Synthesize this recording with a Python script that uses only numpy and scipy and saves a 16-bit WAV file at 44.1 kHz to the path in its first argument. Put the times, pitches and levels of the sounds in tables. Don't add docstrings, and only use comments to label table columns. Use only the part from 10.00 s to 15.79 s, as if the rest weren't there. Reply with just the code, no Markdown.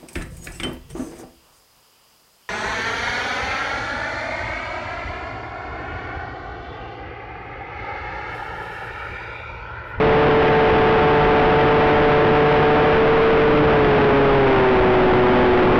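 import sys
import numpy as np
from scipy import signal
from scipy.fft import rfft, irfft, next_fast_len
from scipy.io import wavfile
from scipy.ndimage import map_coordinates

SR = 44100
rng = np.random.default_rng(int(sys.argv[2]) if len(sys.argv) > 2 else 0)


def master_out(mix):
    frames = np.transpose(np.atleast_2d(mix))
    ceiling = np.clip(frames, -1, 1)
    pcm = np.round(ceiling * 32767).astype(np.int16)
    wavfile.write(sys.argv[1], SR, pcm)


def magnitude_from_level(level_db):
    exponent = np.asarray(level_db, float) / 20
    return 10 ** exponent


N = 255339

BLADES = 3
RECORDER_RATE_HZ = 8000
BLOCK_S, FIRST_JOINT_S = 1024 / 24000, 0.0348
JOINT_DB, JOINT_SCATTER_DB, JOINT_MOST_DB = -77, 10, -58

# (time [s], shaft speed [turns/s], lean [fraction of the rms of motor and wind])
SHAFT_AND_LEAN = [(0.0, 147.2, 0.03), (0.45, 147.7, 0.045), (0.8, 147.3, -0.071), (1.0, 147.7, 0.023),
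                  (1.4, 146.7, 0.066), (1.6, 148, 0.02), (2.2, 147.5, 0.08), (2.8, 148.6, 0.025),
                  (3.2, 149.7, 0.19), (3.72, 148.5, 0.13), (3.84, 143.5, 0.02), (4.1, 139.6, -0.08),
                  (4.36, 137.9, -0.15), (4.6, 128.8, -0.13), (4.8, 125, -0.13), (5.12, 123.2, -0.26),
                  (5.36, 124.1, -0.15), (5.6, 122.3, -0.2), (5.79, 122.4, -0.12)]
# (frequency [Hz], level against the blade tone [dB])
AIRFRAME_RESPONSE = [(122, -24), (136, -10.5), (150, -11.5), (250, -11.5), (300, -13), (500, -11.5),
                     (590, -10), (640, -8.5), (690, -19), (715, -5), (745, -7.5), (830, -6), (890, -5.5),
                     (965, -12), (1000, -28.5), (1050, -26.5)]
SIDE_MULTIPLES = [1, 2, 4, 5, 6, 7]
# (own strength [dB], share of its group's swell that it follows [factor])
SIDE_STRENGTH = [(0, 0.6), (0, 1.3), (0, 0.76), (0, 0.97), (-3.5, 1.2), (-2.5, .6)]
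# (time [s], level of orders 1, 2, 4 [dB], level of orders 5, 6, 7 [dB])
SIDE_SWELL = [(0, 2.5, -3), (.9, -7.5, 1.5), (1.2, -0.5, 2.5), (1.5, -2.5, 0.5), (1.85, 3.5, 0.5),
              (2.4, 3, -1), (2.8, -0.5, 2), (3.05, -5.5, -11.5), (3.3, -5, -9), (3.6, 6.5, -12),
              (3.75, 2, -1), (3.95, -4, -4.5), (4.2, 6.5, 1.5), (4.5, 0, 0), (5.15, -3.5, -2),
              (5.4, 7.5, 0), (5.6, -2.5, -1.5), (5.79, 1.5, -5)]
# (multiple of the shaft speed [-], level against the blade tone [dB])
UPPER_TONES = [(8, -24.5), (9, -20.5), (11, -22), (13, -27), (16, -24.5)]
# (frequency [Hz], relative level per Hz [dB])
WIND_SPECTRUM = [(12, -29.5), (25, -0.5), (70, -4), (200, -2.5), (400, 0.5), (600, -4), (900, -7.5),
                 (1500, -11.5), (2500, -19.5), (4000, -34), (6000, -41.5), (12000, -70)]
# (time [s], level against the blade tone [dB], lift of the low buffeting [dB])
WIND_GUSTS = [(0, 0.5, -1.5), (1, 0.5, 0), (2, 0.5, 0), (2.8, 0.5, -1.5), (3.3, -0.5, -1), (3.9, 0, 2.5),
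              (4.5, -2, 2.5), (5, -2.5, 3.5), (5.79, 0.5, 4)]
# (frequency [Hz], gain [dB])
PLAYBACK_GAIN = [(1000, 0), (2000, -1.5), (3000, -3.5), (3600, -5), (4000, -8.5), (5000, -21), (6000, -37),
                 (6800, -51), (7550, -70.5), (8000, -100), (8450, -79), (9500, -68), (10400, -63.5),
                 (11000, -75.5), (16000, -120)]
# (time [s], peak level [dB])
CLEAR_TICKS = [(.376, -52), (.5894, -62), (2.3811, -51), (4.1735, -52), (5.5817, -53)]


def along(points, hz):
    point_hz, value = np.transpose(points)
    return np.interp(np.log(hz + 1), np.log(point_hz + 1), value)


def curves(rows):
    time_s, *columns = np.transpose(rows)
    return [np.interp(np.arange(N) / SR, time_s, column) for column in columns]


def wobble(rate):
    knots = rng.standard_normal(int(N * rate / SR) + 4)
    return map_coordinates(knots, [np.arange(N) * rate / SR])


def motor(shaft_hz, flutter_db, slip_rad):
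    angle = 2 * np.pi * np.cumsum(shaft_hz) / SR
    angle = angle + slip_rad * wobble(25)

    low_db, high_db = curves(SIDE_SWELL)
    swells = [low_db] * 3 + [high_db] * 3
    orders = [(BLADES, 0), *UPPER_TONES]
    for k, (own_db, share), swell_db in zip(SIDE_MULTIPLES, SIDE_STRENGTH, swells):
        orders.append((k, along(AIRFRAME_RESPONSE, k * shaft_hz) + own_db + share * swell_db))

    tones = 0
    for k, level_db in orders:
        if k != BLADES:
            level_db = level_db + flutter_db * wobble(12)
        lag = 1.2 * k ** 2 - 0.25
        tones = tones + magnitude_from_level(level_db) * np.sin(k * angle - lag)
    return np.sqrt(2) * tones


def wind(lumpy_db, buffet_hz):
    size = next_fast_len(N)
    hz = np.fft.rfftfreq(size, 1 / SR)
    spectrum = rfft(rng.standard_normal(size)) * magnitude_from_level(along(WIND_SPECTRUM, hz))

    low_share = 1 / (1 + (hz / buffet_hz) ** 2)
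    buffet = irfft(spectrum * low_share, size)[:N]
    rush = irfft(spectrum * (1 - low_share), size)[:N]

    level_db, lift_db = curves(WIND_GUSTS)
    lumps = magnitude_from_level(level_db + lumpy_db * wobble(20))
    return lumps * (rush + magnitude_from_level(lift_db) * buffet) / np.std(rush + buffet)


def scene():
    shaft_hz, lean = curves(SHAFT_AND_LEAN)
    air = motor(shaft_hz, flutter_db=1.0, slip_rad=0.027) + wind(lumpy_db=0.65, buffet_hz=350)
    return (air + lean * np.std(air))[None]


def overdriven(x, drive_db, rail, hardness):
    driven = magnitude_from_level(drive_db) * x
    return rail * driven / (1 + np.abs(driven) ** hardness) ** (1 / hardness)


def sampled(x, edge_hz):
    low_pass = signal.butter(4, edge_hz, fs=SR, output="sos")
    x = signal.sosfilt(low_pass, x)
    seconds = N // SR + 1
    coarse_at = np.arange(seconds * RECORDER_RATE_HZ) * SR / RECORDER_RATE_HZ
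    coarse = map_coordinates(x, [coarse_at], order=1)

    bins = np.arange(seconds * SR // 2 + 1)
    mirrored = np.fft.fft(coarse)[bins % len(coarse)]
    gain = magnitude_from_level(along(PLAYBACK_GAIN, bins / seconds))
    return irfft(mirrored * gain, seconds * SR)[:N] * SR / RECORDER_RATE_HZ


def ticks(centre_hz, width_s):
    joint_s = np.arange(FIRST_JOINT_S, N / SR, BLOCK_S)
    scatter_db = JOINT_SCATTER_DB * rng.exponential(size=len(joint_s))
    joint_db = np.minimum(JOINT_DB + scatter_db, JOINT_MOST_DB)

    clear_s, clear_db = np.transpose(CLEAR_TICKS)
    tick_s = np.concatenate([clear_s, joint_s])
    tick_db = np.concatenate([clear_db, joint_db])
    spikes = np.bincount(np.round(tick_s * SR).astype(int), magnitude_from_level(tick_db), N)

    t = np.arange(-64, 65) / SR
    burst = np.exp(-(t / width_s) ** 2) * np.cos(2 * np.pi * centre_hz * t)
    return np.convolve(spikes, burst, "same")


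def top_cut(x):
    return signal.sosfilt(signal.butter(12, 15400, fs=SR, output="sos"), x)


def record(dry):
    squared = overdriven(dry[0], drive_db=12.5, rail=0.2, hardness=4.1)
    played = sampled(squared, edge_hz=3514)
    mix = played + ticks(centre_hz=7000, width_s=0.00012)
    return top_cut(mix[None])


dry = scene()
out = record(dry)
master_out(out)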